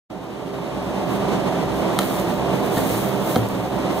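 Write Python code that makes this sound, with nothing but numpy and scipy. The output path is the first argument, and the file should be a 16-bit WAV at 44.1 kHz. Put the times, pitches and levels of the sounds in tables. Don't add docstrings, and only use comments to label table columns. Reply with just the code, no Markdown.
import sys
import numpy as np
from scipy import signal
from scipy.fft import rfft, irfft
from scipy.io import wavfile

SR = 44100
rng = np.random.default_rng(int(sys.argv[2]) if len(sys.argv) > 2 else 0)


def inscribe(sig):
    pcm = np.round(np.clip(np.atleast_2d(sig).T, -1, 1) * 32767)
    wavfile.write(sys.argv[1], SR, pcm.astype(np.int16))


N = 176400
T, HZ = np.arange(N) / SR, np.maximum(np.fft.rfftfreq(N, 1 / SR), 1)

# (f/Hz, level/dB per Hz)
FAN_ROAR = [(20, -82), (32, -76), (45, -72), (66, -58), (86, -69.5), (120, -52), (147, -56), (178, -45.5),
            (225, -53), (295, -49), (460, -54), (620, -51.5), (740, -54), (810, -57), (1000, -58.5),
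            (1500, -68), (1900, -69.5), (2300, -70), (3100, -71.5), (3900, -74.5), (4500, -79), (8000, -84),
            (13000, -89), (16000, -90)]
# (f/Hz, level/dB)
FAN_HUM = [(66.2, -44.5), (132.4, -38.5), (198.6, -34.5), (264.9, -38), (331.1, -37), (397.7, -34.5),
           (597.1, -39.5), (744, -38), (887.7, -41.5), (1176, -51)]
# (f/Hz, correlation/0-1, left minus right/dB)
FAN_IMAGE = [(30, .4, -1), (66, 0.9, -5.5), (173, 0.84, -3.5), (258, 0.2, -5), (404, 0.55, -4),
             (690, 0.62, -4), (940, 0.63, -1.5), (1350, 0, 2), (2050, 0, -3), (4020, 0.01, 0)]
# (f/Hz, level/dB per Hz)
HAY_COLOUR = [(300, -72), (1200, -76.5), (2500, -72.5), (3800, -73.5), (5000, -78), (9000, -74),
              (12000, -73.5), (14500, -72.5), (16000, -68)]
# (peak t/s, rise/s, fall/s, level/dB)
HAY_SWELLS = [(1.14, 0.046, 0.035, -10.5), (1.22, .02, .03, -23), (1.79, .04, 0.042, -12.5),
              (1.94, 0.021, 0.025, -14), (2.02, 0.025, .05, -1), (2.15, 0.079, 0.071, -3),
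              (2.33, .05, 0.053, -10), (2.57, 0.049, 0.056, -13), (2.66, .02, 0.045, -8.5),
              (2.78, 0.046, 0.026, 0), (2.91, 0.085, .15, 1), (3.338, 0.09, 0.047, 0.6),
              (3.48, 0.066, 0.11, -10), (3.67, 0.087, .1, -15), (4.0, .06, .05, -6.5)]
# (t/s, level/dB, low cut f/Hz)
HIGH_TICKS = [(.2416, -26, 11000), (1.6589, -31, 7000), (2.076, -27, 4000), (2.198, -22, 4000),
              (2.5579, -29, 6000), (2.6366, -29, 4000), (2.6606, -21, 10000), (3.4872, -21, 6000),
              (3.789, -33, 4000)]
# (f/Hz, width/Hz, level/dB)
SCRAPE_BANDS = [(1770, 110, -31), (4050, 350, -36), (7060, 2500, -40)]
# (f/Hz, level/dB, t60/s)
TUB_MODES = [(239, -2, 0.1), (308, 0.5, 0.074), (520, -1.5, 0.055), (750, 5, 0.018), (920, -9, 0.025),
             (1240, -1.5, 0.013), (1380, 0.5, 0.013), (1616, -5.5, 0.017), (1790, -8, 0.025),
             (2170, -1.5, 0.014), (3170, 0, 0.016), (3690, -1, 0.01), (4060, -1.5, 0.012),
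             (6590, -17, 0.04), (8900, -7, 0.017)]
# (t/s, level/dB, low cut f/Hz, high cut f/Hz)
TUB_HITS = [(1.9892, -17, 1090, 16100), (1.9906, -14, 1100, 1400), (1.9919, -36, 3000, 14000),
            (1.9955, -31, 600, 10000), (2.0115, -33, 400, 12000), (2.0185, -29, 1500, 6000),
            (2.0315, -29, 1200, 5000), (2.7705, -26.5, 500, 3000), (2.7745, -17, 150, 550),
            (2.7905, -20, 250, 800), (2.902, -21, 80, 800), (3.3587, -19.5, 2700, 5160),
            (3.3604, -12.5, 550, 1290), (3.3648, -26, 1500, 4200), (3.3641, -11.3, 140, 680),
            (3.388, -23, 60, 280), (3.525, -31, 50, 250)]
# (t/s, thud level/dB, base boom level/dB)
TUB_DROPS = [(2.77, -35, -29), (2.91, -35, -25), (3.379, -35, -15), (3.525, -34, -25)]
# (f/Hz, left share/0-1, right share/0-1)
CROSSFEED = [(540, 0.023, 0.016), (1140, 0.33, 0.82), (2320, 0.54, 0.4), (4760, 0.42, 0.36),
             (7160, 0.31, 0.097), (10100, 0.32, 0.45), (15000, 0.81, 0.56)]
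# (t/s, level/dB)
MASTER_FADE = [(.088, -87), (.102, -12), (.3, -9.5), (.55, -6.5), (.9, -3), (1.15, -0.6), (1.36, 1.7),
               (1.53, -1.2), (1.75, 0.45), (1.93, 0.8), (2.08, -1.5), (2.27, 0.6), (2.44, -0.5),
               (2.58, 0.84), (3.15, -0.97), (3.3, -1.1), (3.68, -2.5), (3.85, 0.7), (4, -0.1)]


def undb(db):
    return 10 ** (np.asarray(db) / 20)


def curves(table):
    hz, *columns = np.array(table, float).T
    return [np.interp(np.log(HZ), np.log(hz), c) for c in columns]


def eq(x, gain):
    return irfft(rfft(x) * gain, N)


def passband(x, low_hz, high_hz):
    for hz, kind in ((low_hz, "high"), (high_hz, "low")):
        x = signal.sosfilt(signal.butter(2, hz, kind, fs=SR, output="sos"), x)
    return x


def wobble(rate_hz):
    w = eq(rng.standard_normal(N), np.exp(-(HZ / rate_hz) ** 2))
    return (w - w.mean()) / w.std()


def add(out, start, sound):
    i = int(start * SR)
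    out[:, i:i + sound.shape[-1]] += sound[..., :N - i]


def decay(t, t60):
    return np.exp(-np.log(1000) * t / t60)


def mode(t, hz, t60):
    return decay(t, t60) * np.sin(2 * np.pi * hz * t)


def fan():
    flutter_db, swell_db, waver_db, pitch_drift = .87, .28, 2.5, .004
    correlation, balance_db = curves(FAN_IMAGE)
    spectrum = undb(curves(FAN_ROAR)[0]) * np.sqrt(SR / 2)
    split = np.sqrt([(1 + correlation) / 2, (1 - correlation) / 2])
    mid, side = eq(rng.standard_normal((2, N)), spectrum * split)
    roar = np.array([mid + side, mid - side]) * undb(flutter_db * wobble(25) + swell_db * wobble(5.2))
    hum = 0
    for hz, db in FAN_HUM:
        phase = 2 * np.pi * np.cumsum(hz * (1 + pitch_drift * wobble(7.75))) / SR
        hum += np.sqrt(2) * undb(db + waver_db * (wobble(3.7) - .5)) * np.sin(phase)
    return eq(roar + hum, undb([balance_db / 2, -balance_db / 2]))


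def barn(x):
    wet_db, predelay_s = -12.5, .005
    t = T[:SR]
    tail = passband(rng.standard_normal((2, SR)), 59, 5030) * decay(t, t60=.47) * (t > predelay_s)
    tail /= np.sqrt(np.sum(tail ** 2, axis=1, keepdims=True))
    return x + undb(wet_db) * signal.fftconvolve(x, tail, axes=1)[:, :N]


def hay():
    clicks_per_s, spread_db, tick_s = 7000, 1.5, .00094
    power = 0
    for peak, rise, fall, db in HAY_SWELLS:
        width = np.where(T < peak, rise, fall)
        power += undb(db) ** 2 * np.exp(-((T - peak) / width) ** 2)
    size = undb(spread_db * np.minimum(rng.exponential(size=(2, N)), 6))
    clicks = (rng.random((2, N)) < clicks_per_s / SR) * size * rng.standard_normal((2, N))
    spectrum = undb(curves(HAY_COLOUR)[0]) * np.sqrt(SR / 2)
    out = eq(clicks / clicks.std() * np.sqrt(power), spectrum)
    t = T[:SR // 20]
    for start, db, low_hz in HIGH_TICKS:
        tick = rng.standard_normal((2, len(t))) * np.exp(-t / tick_s)
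        add(out, start, undb(db) * passband(tick, low_hz, 16000))
    return out


def rim_scrape():
    peak_s, width_s, slip_hz, jitter = 2.78, .0062, 905, .03
    cycles = np.cumsum(slip_hz * (1 + jitter * wobble(400))) / SR
    slips = np.diff(np.floor(cycles), prepend=0)
    squeak = 0
    for hz, width_hz, db in SCRAPE_BANDS:
        resonance = 1 / (1 + 1j * (HZ / hz - hz / HZ) * hz / width_hz)
        ring = eq(slips, resonance)
        squeak += undb(db) * ring / ring.std()
    return squeak * np.exp(-((T - peak_s) / width_s) ** 2)


def tub():
    crack_db, crack_s, correlation = 5, .0017, .6
    scatter_db, boom_rise_s = .5, .007
    out, t = np.zeros((2, N)), T[:SR // 2]
    modes = np.array([undb(db) * mode(t, hz, t60) for hz, db, t60 in TUB_MODES])
    for start, db, low_hz, high_hz in TUB_HITS:
        ring = undb(scatter_db * rng.standard_normal(len(modes))) @ modes
        centre = np.sqrt(correlation) * rng.standard_normal(len(t))
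        spread = np.sqrt(1 - correlation) * rng.standard_normal((2, len(t)))
        crack = undb(crack_db) * (centre + spread) * np.exp(-t / crack_s)
        add(out, start, undb(db) * passband(ring + crack, low_hz, high_hz))
    thud = mode(t, hz=44, t60=.26)
    boom = mode(t, hz=114, t60=.32) * (1 - np.exp(-t / boom_rise_s))
    for start, thud_db, boom_db in TUB_DROPS:
        add(out, start, undb(thud_db) * thud + undb(boom_db) * boom)
    return out


def scene():
    return fan() + barn(tub() + hay() + rim_scrape())


def record(dry):
    port_lag_s, ceiling, top_hz = .000389, .8, 15550
    share = np.array(curves(CROSSFEED))
    other_port = eq(dry[::-1], share * np.exp(-2j * np.pi * HZ * port_lag_s))
    wide = eq(dry - other_port, 1 / np.sqrt(1 + share ** 2))
    times, fade_db = np.array(MASTER_FADE).T
    faded = wide * undb(np.interp(T, times, fade_db)) * (T > times[0])
    clipped = faded / (1 + (faded / ceiling) ** 4) ** .25
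    return signal.sosfilt(signal.ellip(10, .2, 80, top_hz, fs=SR, output="sos"), clipped)


dry = scene()
out = record(dry)
inscribe(out)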